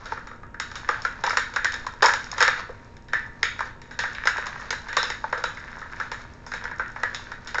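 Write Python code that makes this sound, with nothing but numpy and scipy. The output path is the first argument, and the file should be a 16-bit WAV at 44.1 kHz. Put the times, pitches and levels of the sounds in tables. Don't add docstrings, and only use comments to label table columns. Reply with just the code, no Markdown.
import sys
import numpy as np
from scipy import signal
from scipy.fft import rfft, irfft
from scipy.io import wavfile

SR = 44100
rng = np.random.default_rng(int(sys.argv[2]) if len(sys.argv) > 2 else 0)


def materialize(psi):
    bounded = np.clip(np.atleast_2d(psi).T, -1, 1)
    quanta = np.round(bounded * 32767).astype(np.int16)
    wavfile.write(sys.argv[1], SR, quanta)


N = 335142

# (time [s], strength [dB], facet pitch [Hz], brightness [dB],
# lift of the registers near that pitch [dB], send to the room [dB])
SNAPS = [(0.0567, -37.0, 1340.0, 0.5, -1.5, 6.0), (0.1205, -24.5, 915, -14.0, 5, -1.5),
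         (0.175, -32.5, 1340, -9, 11, -1.0), (0.271, -37.5, 1200, 9.5, 14.5, 3.0),
         (0.313, -36.5, 1266, -19, 4.0, 2.5), (0.432, -39, 1240, -13, 9, -0.5),
         (0.543, -35.5, 1550.0, -9, 14.0, -1), (0.5992, -24.5, 1310, 18.5, 14, 1.5),
         (0.7147, -36, 1340.0, 11, 12.5, -8), (0.755, -32.5, 1220.0, 18.5, 12.5, 5.0),
         (0.889, -16, 1220.0, -3, 8.0, -0.5), (1.0198, -38.0, 5200, 8, 10, 0),
         (1.0498, -18.5, 1360, 2.5, 15, -0.5), (1.2375, -21, 980, -2.5, 1.5, 4.0),
         (1.265, -26.5, 1030.0, 16, 11, 1.5), (1.2727, -21.5, 990.0, -9, 14, 1.0),
         (1.295, -29.5, 5400, -2, 14.5, 5), (1.3057, -21.5, 1370.0, 1, 17, -4),
         (1.3309, -28.5, 1200.0, -14.0, -1, 0), (1.3706, -14.5, 1350, 11, 12.0, 0),
         (1.5378, -35.0, 1670, 1, -1, 4.5), (1.561, -21.5, 1450, 7, 9, -2.5),
         (1.5655, -21.5, 1700, -5, 12, 2), (1.6455, -19.5, 1700.0, 12.5, 9, -0.5),
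         (1.6546, -15.5, 1710, -5, 27, -5.5), (1.721, -34.5, 1280.0, 24, 10, 1),
         (1.7404, -29, 1690, 13, 9, 1.5), (1.866, -24.0, 1030, 6, 14.5, -1.5),
         (2.0224, -16, 1590.0, 0, -2, 0.5), (2.0276, -11.5, 1640, -3.5, 0.5, 1.5),
         (2.0397, -15.5, 940, -5, 1, 0.0), (2.046, -14, 980, 0, 10.5, 2.5),
         (2.059, -18, 5030, 4, 20.0, -0.5), (2.0646, -18, 1640, -3, 1.5, -4),
         (2.0827, -19, 1570, -11, 1, -2), (2.0909, -18, 1620.0, 3, 15, -7),
         (2.1365, -21, 1560, 8.5, 5, 0.5), (2.2422, -38.5, 5100, 4, 14.0, -3),
         (2.3151, -31, 5200.0, 12, 11.5, -6), (2.3804, -25.5, 1130, 6, 5.5, 5),
         (2.405, -15, 1660.0, 8, 8.0, -0.5), (2.4145, -15, 1590, -2.5, 4.5, 1.5),
         (2.4255, -12.5, 1540, 8.5, 6.5, 2.0), (2.4784, -15, 1700.0, 2.5, 7, -1.5),
         (2.4855, -19.5, 1680, 4, 16.0, 0.5), (2.6918, -37.5, 463, -16, 10.5, 3.5),
         (2.9672, -48.5, 1920.0, 15, 7, -4), (3.084, -45.0, 1830.0, 9, 10, 5),
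         (3.1331, -17, 1840, -2, 13, 1.5), (3.4297, -16.0, 2070, 13, 13.5, 0.5),
         (3.591, -27.5, 1750, -1, 11, 2.5), (3.6056, -22.5, 1070, -5.5, 8.5, 0),
         (3.8168, -44, 1790.0, 9, 3, 2.0), (3.91, -41, 1500, 5.5, 6.5, 8.5),
         (3.99, -23.5, 1570, 10.5, 5.5, 5), (4.0368, -24, 1790.0, -11, 7.5, 0.5),
         (4.0415, -24, 1570, -11.5, 16.0, 0), (4.149, -36, 2300, 11, 16, 2),
         (4.2546, -27, 480.0, 2, 4.5, 2.5), (4.2718, -13.5, 1430, 18.5, 20.5, -0.5),
         (4.3817, -26.5, 1410.0, -7.5, -0.5, 3.0), (4.467, -27.5, 1210, 16.5, 18.5, -2),
         (4.5953, -37.5, 1320, -8, 18, 3.0), (4.7054, -23, 1410, 13.5, 3.5, 0.5),
         (4.7266, -27.5, 1660.0, -12, 4.5, 4), (4.8841, -34, 1660.0, 3, 7.5, 8),
         (4.9282, -30, 1880, 5.0, 8, 2.5), (4.9678, -15, 1140.0, 4.5, 5, 2.5),
         (5.0292, -23.5, 5200.0, 5.5, 3.5, 4.5), (5.101, -25.5, 1880, 6.5, 4.0, 1.0),
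         (5.2402, -22.5, 850, -19.0, 7.5, -4), (5.3263, -20.5, 1000, -15.5, -0.5, 3),
         (5.377, -34, 500.0, 6.0, 13, 5), (5.439, -20.5, 1410, -2, 0.5, 1.5),
         (5.5715, -36, 2020, 3, 16, 3.5), (5.815, -36.5, 1290.0, -8, 5, 4.5),
         (5.8244, -40, 1800.0, -10.0, 13, 3), (5.9235, -39, 1900, -10, 14, -5.0),
         (5.9997, -26, 1320, 3.5, 14.5, 2.5), (6.0111, -27.5, 1610.0, -10.0, 16.0, -9),
         (6.116, -27.5, 930, 0, 3, 3), (6.4647, -39, 5700, -11.5, 16, 6.5),
         (6.5177, -29.5, 1630, 7, 14.5, 2), (6.537, -30.5, 2020, 0.5, 1, 5.5),
         (6.6395, -33.5, 940.0, 1.5, 2.0, 2.0), (6.6535, -26.5, 1600, -3, 17, -5.5),
         (6.7134, -30.0, 1650, -15, 9, 1), (6.7955, -22.5, 1480.0, -14, 8.5, 1.5),
         (6.9607, -31.5, 1410.0, -15, 7, 0), (7.0336, -20, 1740.0, -7.5, 6.5, 0),
         (7.1462, -29, 1700.0, 20.5, 8.5, 2.0), (7.3173, -30.5, 1450, 4, 13.5, -1.5),
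         (7.4728, -35, 1340.0, 25, 14.5, 4.5), (7.5444, -25.5, 1480, 0.0, 2.5, -0.5),
         (7.554, -24.5, 1400, -12, 9, -8), (7.5828, -19.5, 1490, -4, 8.5, 0)]
# (low [Hz], high [Hz], relative level [dB], share of brightness [0-1])
REGISTERS = [(317, 670, -5, 0.04), (784, 1336, 0.5, 0), (1204, 2282, 0.9, 0.15), (2150, 4680, -5, 0.79),
             (4170, 7700, -6.5, 0.92)]


def from_db(db):
    return 10 ** (np.asarray(db) / 20)


def rms_one(x):
    return x / np.sqrt(np.mean(x ** 2) + 1e-20)


def at_hz(points, hz):
    f, value = np.transpose(points)
    return np.interp(np.log(np.maximum(hz, 1)), np.log(f), value)


def coloured(x, spectrum):
    return rms_one(irfft(rfft(x) * from_db(at_hz(spectrum, np.fft.rfftfreq(N, 1 / SR))), N))


def drift(per_s):
    knots = rng.standard_normal(int(N / SR * per_s) + 2)
    return rms_one(np.interp(np.arange(N) / SR * per_s, np.arange(len(knots)), knots))


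def band(x, low, high, order=3):
    return signal.sosfilt(signal.butter(order, [low, high], "band", fs=SR, output="sos"), x)


def resonance(x, hz, width_hz, lift_db):
    return x + (from_db(lift_db) - 1) * signal.lfilter(*signal.iirpeak(hz, hz / width_hz, fs=SR), x)


def decay(power, t60):
    return signal.lfilter([1], [1, -from_db(-60 / (t60 * SR)) ** 2], power)


def add(out, start_s, sound):
    place = out[int(start_s * SR):][:len(sound)]
    place += sound[:len(place)]


def background(floor_db=-45.0, waver_rad=0.77):
    # (frequency [Hz], relative density [dB])
    floor = [(20, 7), (50, 2), (110, 3), (170, -4.5), (300, -8.5), (500, -9.5), (700, -15), (1000, -17),
             (1700, -24.5), (2500, -27.5), (3800, -42), (7000, -39), (8200, -46.5)]
    # (frequency [Hz], rms level [dB])
    lines = [(48, -57), (241, -58.5), (937, -59)]
    t = np.arange(N) / SR
    hum = sum(from_db(db) * np.sqrt(2) * np.sin(2 * np.pi * hz * t + waver_rad * drift(per_s=18))
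              for hz, db in lines)
    return from_db(floor_db) * coloured(rng.standard_normal(N), floor) + hum


def room_tails(directions=13, tail_db=-3.0, build_s=0.0021):
    # (frequency [Hz], relative level [dB])
    room_colour = [(300, -5.5), (500, -3.5), (720, -5), (1000, -7.5), (1400, 2), (1800, 3.5), (2200, -1),
                   (2900, 0.5), (3750, 2.5), (4600, -3.5), (5400, -6.5), (6100, -3.5), (6900, -1.5)]
    # (frequency [Hz], t60 [s])
    room_t60 = [(300, 0.099), (800, 0.5), (1800, 0.35), (4000, 0.44), (7500, 0.35)]
    t = np.arange(int(.55 * SR)) / SR
    edges_hz = np.geomspace(250, 9000, 14)
    colour = from_db(tail_db + at_hz(room_colour, np.fft.rfftfreq(len(t), 1 / SR)))
    noise = irfft(rfft(rng.standard_normal((2, directions, len(t)))) * colour, len(t))
    tails = np.zeros((directions, len(t)))
    for k, (low, high) in enumerate(zip(edges_hz, edges_hz[1:])):
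        t60 = at_hz(room_t60, np.sqrt(low * high))
        envelope = from_db(-60 * t / t60) * (1 - np.exp(-(t / build_s) ** 2))
        tails += band(noise[k % 2], low, high) * envelope / np.linalg.norm(envelope)
    return tails


def early_paths(delay_spread=.07):
    # (delay [s], level against the direct sound [dB])
    echoes = [(.0095, -13.5), (0.0118, -24), (0.0227, -16), (0.031, -26.5)]
    response = np.zeros(SR // 20)
    response[0] = 1
    for delay, db in echoes:
        response[int(delay * SR * (1 + delay_spread * rng.uniform(-1, 1)))] += from_db(db)
    return response


def tray_modes(x, detune=1):
    # (frequency [Hz], bandwidth [Hz], lift [dB])
    modes = [(490, 49, 13.5), (929, 160, 15.5), (1678, 342, 24), (3770, 180, 10), (5393, 320, 17),
             (6803, 246, 15.5)]
    for hz, width_hz, lift_db in modes:
        x = resonance(x, hz * detune, width_hz, lift_db)
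    return x


def effort(strain_db=-20, strain_s=0.07, settle_db=-18.5, settle_s=0.39):
    # (time [s], level [dB])
    slide_levels = [(0.0, -42), (0.53, -66), (0.78, -42.5), (1.57, -46), (1.86, -43), (2.07, -49),
                    (2.26, -38), (2.54, -37.5), (2.77, -50.5), (3.11, -54), (3.34, -45.5), (3.94, -54.5),
                    (4.21, -33), (4.72, -39.5), (4.89, -41.5), (6.01, -38), (6.2, -44.5), (6.5, -49),
                    (6.67, -40.5), (6.96, -44.5), (7.34, -46), (7.6, -44)]
    snap_power = np.zeros(N)
    for start_s, strength_db, *_ in SNAPS:
        snap_power[int(start_s * SR)] += from_db(strength_db) ** 2
    straining = from_db(strain_db) ** 2 * decay(snap_power[::-1], strain_s)[::-1]
    settling = from_db(settle_db) ** 2 * decay(snap_power, settle_s)
    sliding = from_db(np.interp(np.arange(N) / SR, *np.transpose(slide_levels))) ** 2
    return np.sqrt(sliding + straining + settling)


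def impulses(per_s, spread_db):
    sizes = from_db(spread_db * np.minimum(rng.exponential(1, N), 2)) * rng.choice([-1, 1], N)
    return sizes * (rng.random(N) < per_s / SR)


def creases():
    # (rate [1/s], level against the effort [dB], low [Hz], high [Hz])
    kinds = [(20, -10, 610, 1350), (30, -8, 1240, 2650), (25.9, -21.5, 3600, 7000)]
    out = np.zeros(N)
    for per_s, level_db, low, high in kinds:
        clicks = tray_modes(impulses(per_s, spread_db=6.5) + 1e-18)
        out += from_db(level_db) * rms_one(band(clicks, low, high, order=2))
    return out


def rubbing(tail, slide_db=-10, uneven_db=5.0):
    # (frequency [Hz], relative density [dB])
    rub_colour = [(300, -21.5), (500, -8), (750, -9), (1100, -2), (1700, -4.5), (2300, -11.5),
                  (3000, -21.5), (4000, -17), (5300, -18.5), (7000, -25), (8200, -59)]
    slips = coloured(impulses(per_s=1200, spread_db=2.0), rub_colour)
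    friction = from_db(slide_db + uneven_db * drift(per_s=15)) * slips
    direct = effort() * (friction + creases())
    return direct + signal.fftconvolve(direct, tail)[:N]


def wall_rings(spread=0.078, count=5):
    # (time [s], centre frequency [Hz], initial rms level [dB], t60 [s])
    rings = [(3.134, 1850, -30, 0.53), (4.985, 3790, -29.5, 0.36), (7.034, 1810, -22, 0.19)]
    t = np.arange(SR // 2) / SR
    out = np.zeros(N)
    for start_s, hz, level_db, t60 in rings:
        modes_hz = hz * (1 + spread * rng.uniform(-1, 1, (count, 1)))
        cluster = np.sin(2 * np.pi * (modes_hz * t + rng.random((count, 1)))).sum(axis=0)
        add(out, start_s, rms_one(cluster) * from_db(level_db - 60 * t / t60))
    return out


def register_levels(reach_octaves=0.67):
    _, strength_db, facet_hz, bright_db, lift_db, _ = np.transpose(SNAPS)[:, :, None]
    low, high, common_db, bright_share = np.transpose(REGISTERS)
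    nearness = np.exp(-(np.log2(np.sqrt(low * high) / facet_hz) / reach_octaves) ** 2)
    tone_db = common_db + bright_share * bright_db + nearness * lift_db
    total_db = 10 * np.log10(np.sum(from_db(tone_db) ** 2, axis=1, keepdims=True))
    return strength_db + tone_db - total_db


def buckles(facet_db, facet_q=8.6, crack=0.75, flex=0.019, dull_hz=7000):
    facet_hz = np.array(SNAPS)[:, 2]
    t = np.arange(SR // 25) / SR
    flutter_s = np.minimum(0.0048 * (1600 / facet_hz[:, None]) ** 0.55, 0.0054)
    kicks = rng.standard_normal((len(SNAPS), len(t))) * np.exp(-(t / flutter_s) ** 2)
    kicks[:, :1] += crack * np.sqrt(flutter_s * SR / 2) * rng.choice([-1, 1], flutter_s.shape)
    facets = [resonance(kick, hz, hz / facet_q, facet_db) for kick, hz in zip(kicks, facet_hz)]
    ringing = np.array([tray_modes(facet, 1 + flex * rng.standard_normal()) for facet in facets])
    ringing = signal.sosfilt(signal.butter(4, dull_hz, fs=SR, output="sos"), ringing)
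    attack = int(.007 * SR)
    sounds = np.zeros_like(ringing)
    for level_db, (low, high, *_) in zip(register_levels().T, REGISTERS):
        part = band(ringing, low, high, order=4)
        attack_rms = np.sqrt(np.mean(part[:, :attack] ** 2, axis=1))
        sounds += part * (from_db(level_db) / attack_rms)[:, None]
    return sounds


def snaps(tails, directions=3):
    towards = buckles(facet_db=8.0)
    away = [buckles(facet_db=6.0) for _ in range(directions)]
    out = np.zeros(N)
    for k, (start_s, *_, room_db) in enumerate(SNAPS):
        add(out, start_s, signal.fftconvolve(towards[k], early_paths()))
        for j, sounds in enumerate(away):
            reverberation = signal.fftconvolve(sounds[k], tails[(k * directions + j) % len(tails)])
            add(out, start_s, from_db(room_db) * reverberation / np.sqrt(directions))
    return out


def scene():
    tails = room_tails()
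    return (snaps(tails) + wall_rings() + rubbing(tails[0]) + background())[None]


def record(dry):
    ceiling, cutoff_hz = .7, 8000
    rounded = dry / (1 + (dry / ceiling) ** 4) ** (1 / 4)
    return signal.sosfilt(signal.ellip(10, .2, 75, cutoff_hz, fs=SR, output="sos"), rounded)


dry = scene()
out = record(dry)
materialize(out)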